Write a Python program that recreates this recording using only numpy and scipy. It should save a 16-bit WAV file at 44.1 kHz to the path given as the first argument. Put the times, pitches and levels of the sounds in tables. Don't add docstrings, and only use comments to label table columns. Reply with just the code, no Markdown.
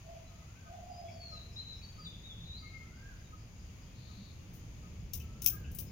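import sys
import numpy as np
from scipy import signal
from scipy.fft import rfft, irfft
from scipy.io import wavfile
from scipy.ndimage import uniform_filter1d

SR = 44100
rng = np.random.default_rng(int(sys.argv[2]) if len(sys.argv) > 2 else 0)


def put_to_file(sound):
    columns = np.atleast_2d(sound).T
    safe = np.clip(columns, -1, 1)
    whole_steps = np.round(safe * 32767)
    wavfile.write(sys.argv[1], SR, whole_steps.astype(np.int16))


N = 260631
T = np.arange(N) / SR


def undb(db):
    return 10 ** (np.asarray(db) / 20)


def unit(x):
    return x / np.sqrt(np.mean(x ** 2) + 1e-20)


def pan(db):
    return undb(np.array([[db], [-db]]) / 2)


def add(out, start_s, sound):
    i = max(int(start_s * SR), 0)
    out[..., i:i + sound.shape[-1]] += sound[..., :max(N - i, 0)]


def walk(rate_hz, size):
    hold = max(int(SR / rate_hz), 1)
    steps = np.repeat(rng.standard_normal(size // hold + 2), hold)
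    return 1.34 * uniform_filter1d(uniform_filter1d(steps, hold), hold)[:size]


def noise(hz, db):
    freqs = np.maximum(np.fft.rfftfreq(N, 1 / SR), 1)
    gains = undb(np.interp(np.log(freqs), np.log(hz), db))
    return irfft(rfft(rng.standard_normal(N)) * gains, N)


def echo(sound, fade_s, wet_db, delay_s, count, lead_ms=0):
    out = []
    for side, late_ms in zip(np.broadcast_to(sound, (2, N)), (lead_ms, -lead_ms)):
        lag_s = rng.random(count) * fade_s
        bounces = rng.standard_normal(count) * undb(-60 * lag_s / fade_s)
        paths = np.zeros(int((fade_s + delay_s) * SR) + 2)
        np.add.at(paths, ((lag_s + delay_s) * SR).astype(int), bounces)
        paths *= undb(wet_db) / np.linalg.norm(paths)
        paths[int(max(late_ms, 0) * SR / 1000)] += 1
        out.append(signal.fftconvolve(side, paths / np.linalg.norm(paths))[:N])
    return np.array(out)


def whistle(hz, gain, waver, flutter_db=2.5):
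    trembling_hz = hz * (1 + waver * walk(190, len(hz)))
    phase = 2 * np.pi * np.cumsum(trembling_hz) / SR
    return np.sqrt(2) * np.sin(phase) * gain * undb(flutter_db * walk(51.4, len(hz)))


def syllable(length_s, start_hz, middle_hz, end_hz, db, waver=0.0069):
    progress = np.linspace(0, 1, int(length_s * SR))
    curve = np.polyfit([0, .5, 1], [start_hz, middle_hz, end_hz], 2)
    gain = undb(db) * signal.windows.tukey(len(progress), .5)
    return whistle(np.polyval(curve, progress), gain, waver)


def rumble():
    # frequency_hz, relative_db
    spectrum = [(12, -46), (20, -6.5), (60, 1), (106, 1), (139, -6), (174, -6), (252, -16), (330, -19.5),
                (414, -25), (451, -23), (559, -30), (600, -29.5), (780, -39), (1320, -120)]
    # time_s, relative_db
    growth = [(0.0, -54), (2.21, -50), (3.82, -51), (5.69, -45), (5.91, -44.5)]
    hz, db = np.transpose(spectrum)
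    time_s, level_db = np.transpose(growth)
    side_db = np.interp(np.log(hz), np.log([87, 199, 380, 600]), [-20.5, -11, -9, -7.0])
    middle = noise(hz, db)
    sides = noise(hz, db + side_db) * np.array([[1], [-1]])
    return unit(middle + sides) * undb(np.interp(T, time_s, level_db))


def hiss(level_db=-61.5, drift_db=0.45):
    # frequency_hz, left_db, right_db
    spectrum = [(247, -3, -15), (607, 4, 1.5), (1120, -0.5, 2), (1670, -2.5, -3.5), (2460, 3, 2),
                (3380, -2.5, -4), (4090, -5, -8), (4890, 0.5, -8.5), (5590, -3.5, -13), (6780, 6.5, -21),
                (7430, -18.5, -20.5), (12000, -16, -14.5), (14600, -11.5, -26)]
    hz, left_db, right_db = np.transpose(spectrum)
    both_sides = np.array([noise(hz, left_db), noise(hz, right_db)])
    return unit(both_sides) * undb(level_db + drift_db * walk(8.3, N))


def hoot(length_s, hz, db, attack_s=.075, release_s=.035):
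    scoop_hz, sag_hz_per_s, fade_db_per_s = 69.4, 290, 19
    t = T[:int(length_s * SR)]
    effort = np.clip(t / attack_s, 0, 1)
    release = np.clip((length_s - t) / release_s, 0, 1)
    pitch_hz = hz - scoop_hz * (1 - effort) - sag_hz_per_s * t
    return whistle(pitch_hz, effort * release * undb(db - fade_db_per_s * t), waver=0.025)


def hoots(hoarse=0.19, throb_hz=80, throb_depth=0.35):
    # start_s, length_s, pitch_hz, level_db
    notes = [(0.027, .19, 704.5, -50), (.65, 0.22, 730.5, -49.5), (.82, 0.366, 750.3, -47.5),
             (1.28, 0.085, 621, -56.5)]
    out = np.zeros(N)
    for start_s, length_s, hz, db in notes:
        add(out, start_s, hoot(length_s, hz, db))
    out *= 1 + hoarse * walk(170, N) + throb_depth * np.sin(2 * np.pi * throb_hz * T)
    return echo(out, fade_s=.9, wet_db=-1.0, delay_s=.012, count=400, lead_ms=0.36) * pan(db=-1.7)


def harsh_note(length_s, hz, db, width_hz):
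    size = int(length_s * SR)
    tremble = walk(2 * width_hz, size) + 1j * walk(2 * width_hz, size)
    rasp = np.real(tremble * np.exp(2j * np.pi * hz * T[:size]))
    return unit(rasp) * undb(db) * signal.windows.tukey(size, .6)


def chatter(chip_every_s=.215):
    # start_s, pitch_hz, level_db
    rasps = [(.15, 2400, -70), (.55, 2350, -67), (1.079, 2350, -59), (1.212, 2430, -64.5),
             (1.81, 2450, -65.5), (5.194, 2774, -58), (5.638, 2755, -59.5)]
    # start_s, chip_count, pitch_hz, level_db
    chip_runs = [(1.073, 4, 5210, -68), (2.716, 6, 4880, -73.5)]
    out = np.zeros(N)
    for start_s, count, hz, db in chip_runs:
        for k in range(round(count)):
            add(out, start_s + k * chip_every_s, harsh_note(length_s=.097, hz=hz, db=db, width_hz=510))
    for start_s, hz, db in rasps:
        add(out, start_s, harsh_note(length_s=.032, hz=hz, db=db, width_hz=330))
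    buzz = harsh_note(length_s=.52, hz=4170, db=-65, width_hz=760)
    add(out, start_s=3.89, sound=buzz)
    return echo(out, fade_s=.45, wet_db=-1.5, delay_s=0.011, count=300) * pan(db=11.0)


def rising_whistle(pitch_factor, db, length_s=.48, swell_db=9):
    low_hz, high_hz, drop_hz = pitch_factor * np.array([1295, 1628, 300])
    climb_at_s, climb_s, drop_s = .26, 0.0347, .07
    t = T[:int(length_s * SR)]
    climb = 1 / (1 + np.exp((climb_at_s - t) / climb_s))
    drop = np.clip(1 - (length_s - t) / drop_s, 0, 1)
    hz = low_hz + (high_hz - low_hz) * climb - drop_hz * drop
    gain = undb(db + swell_db * (climb - 1)) * signal.windows.tukey(len(t), .2)
    return whistle(hz, gain, waver=0.012)


def far_birds(start_below_hz=71.3, end_below_hz=140, rise_boost_db=1.1):
    # start_s, length_s, pitch_hz, level_db, left_minus_right_db
    calls = [(0.257, 0.05, 4020, -71, 6), (1.034, .087, 3347, -66.5, -10), (1.348, .039, 2750, -63.5, 3),
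             (2.60, 0.21, 2165, -56, 8), (2.832, 0.092, 2100, -64.5, -5), (5.86, 0.051, 5130, -69, 11)]
    # start_s, pitch_factor, relative_db
    rises = [(.26, .965, -69), (2.68, 1, -63), (5.20, 1.012, -63)]
    out = np.zeros((2, N))
    for start_s, length_s, hz, db, side_db in calls:
        call = syllable(length_s, hz - start_below_hz, hz, hz - end_below_hz, db)
        add(out, start_s, call * pan(side_db))
    for start_s, pitch_factor, db in rises:
        add(out, start_s, rising_whistle(pitch_factor, db + rise_boost_db) * pan(db=-4.5))
    return echo(out, fade_s=.65, wet_db=1.0, delay_s=0.011, count=400)


def twitter(notes_per_s=9, low_hz=1900, high_hz=3900, level_db=-76, length_s=.06, max_bend=0.0397):
    out = np.zeros((2, N))
    for when, height, bend, strength, side in rng.random((int(notes_per_s * N / SR), 5)):
        hz = low_hz + (high_hz - low_hz) * height
        slide_hz = hz * max_bend * (2 * bend - 1)
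        db = level_db + 6 * (strength - .5)
        note = syllable(length_s, hz - slide_hz, hz, hz + slide_hz, db, waver=.015)
        add(out, when * N / SR, note * pan(db=12 * (side - .5)))
    return echo(out, fade_s=.6, wet_db=0.5, delay_s=.015, count=300)


def pips():
    # start_s, level_db
    notes = [(.638, -61), (1.307, -56), (1.967, -56), (2.61, -57.5), (3.308, -56), (4.076, -62),
             (4.817, -59.5), (5.509, -58)]
    out = np.zeros(N)
    for start_s, db in notes:
        note = syllable(length_s=.07, start_hz=1290, middle_hz=1250, end_hz=1205, db=db)
        add(out, start_s, note * np.hanning(len(note)))
    return echo(out, fade_s=.5, wet_db=-13.0, delay_s=.02, count=300, lead_ms=0.25) * pan(db=3.0)


def songbird():
    # start_s, length_s, start_hz, middle_hz, end_hz, relative_db
    phrase = [(.872, .22, 4880, 4970, 5120, -68), (1.10, .12, 4680, 4590, 4510, -62),
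              (1.175, .27, 4560, 4170, 3800, -52), (1.555, .064, 3700, 4073, 3960, -46.5),
              (1.645, .115, 3850, 4020, 3650, -48.5), (1.814, .096, 4470, 4500, 4580, -56.5),
              (1.977, .095, 5000, 4730, 4750, -59.5), (2.04, .055, 4300, 3660, 3640, -51.5),
              (2.111, .052, 3570, 3405, 3500, -54.5), (2.219, .135, 3780, 3660, 3150, -51),
              (2.395, .06, 3710, 3660, 3620, -54), (2.437, .16, 4260, 3805, 4720, -52.5),
              (2.568, .053, 4620, 4690, 4770, -60), (2.612, .066, 3850, 4070, 4600, -62)]
    out = np.zeros(N)
    for start_s, *note in phrase:
        add(out, start_s, syllable(*note, waver=.009))
    return echo(out, fade_s=.55, wet_db=.5, delay_s=.008, count=400, lead_ms=-.43) * pan(db=3.2)


def swells():
    # start_s, length_s, pitch_hz, level_db
    booms = [(2.0, 0.11, 162.7, -50), (2.39, 0.09, 163, -54), (4.171, 0.071, 199.5, -52.5),
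             (5.141, 0.14, 77.8, -44.5), (5.608, 0.128, 68.3, -45)]
    out = np.zeros(N)
    for start_s, length_s, hz, db in booms:
        add(out, start_s, syllable(length_s, hz, hz, hz, db, waver=0.055))
    return out


def bangles(crack_db=-24, low_tones_below_hz=8000, build_share=0.33, right_cutoff_hz=11000):
    # start_s, level_db, low_tones_db, contact_s
    clinks = [(4.531, -60.5, -2, 0.029), (5.133, -34.5, 1, 0.0086), (5.198, -53, 6, 0.0064),
              (5.418, -38, 1.5, 0.0083), (5.443, -37, -6, 0.0049), (5.461, -18, -3.5, 0.0021),
              (5.714, -52.5, -5, 0.0052), (5.747, -43.5, -22, 0.008), (5.7853, -34.5, -4.5, 0.0079)]
    # pitch_hz, width_hz, relative_db
    ring_tones = [(2920, 510, -16.5), (3810, 520, -21), (5660, 340, -9.5), (6160, 410, -8),
                  (6500, 330, -13.5), (9900, 840, -14.5), (10800, 430, -12.5), (11800, 320, -10),
                  (12100, 480, -18), (13000, 530, -8.5), (14300, 340, -9), (14290, 130, -1.5),
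                  (14300, 130, -4), (15040, 280, 0), (15200, 170, 0.5), (15900, 140, 1.5)]
    out, size = np.zeros((2, N)), 8192
    t, freqs = T[:size], np.fft.rfftfreq(size, 1 / SR) + 1
    hz, width_hz, tone_db = np.transpose(ring_tones)[:, :, None]
    resonances = 1 / (1 + 1j * hz / width_hz * (freqs / hz - hz / freqs))
    low_cut = signal.freqs(*signal.butter(4, 2900, "highpass", analog=True), freqs)[1]
    for start_s, db, low_tones_db, contact_s in clinks:
        tone_gains = undb(tone_db + low_tones_db * (hz < low_tones_below_hz))
        body = low_cut * ((tone_gains * resonances).sum(axis=0) + undb(crack_db))
        body /= np.sqrt(np.mean(abs(body) ** 2))
        build_up = np.minimum(t / (build_share * contact_s), 1)
        force = rng.choice([-1, 1], size) * np.exp(-t / contact_s) * build_up
        force /= np.std(force[t < .01])
        ring = irfft(rfft(force) * body)[:size // 2]
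        add(out, start_s, ring * undb(db) * pan(db=7.5))
    out[1] = signal.lfilter(*signal.butter(2, right_cutoff_hz, fs=SR), out[1])
    return echo(out, fade_s=.19, wet_db=-1.5, delay_s=0.0033, count=700)


def scene():
    birds = undb(0.83) * songbird() + far_birds() + pips() + hoots() + chatter()
    return birds + bangles() + undb(.5) * rumble() + swells() + hiss() + twitter()


def record(dry, cutoff_hz=15850):
    return signal.sosfilt(signal.ellip(10, .2, 80, cutoff_hz, fs=SR, output="sos"), dry)


dry = scene()
out = record(dry)
put_to_file(out)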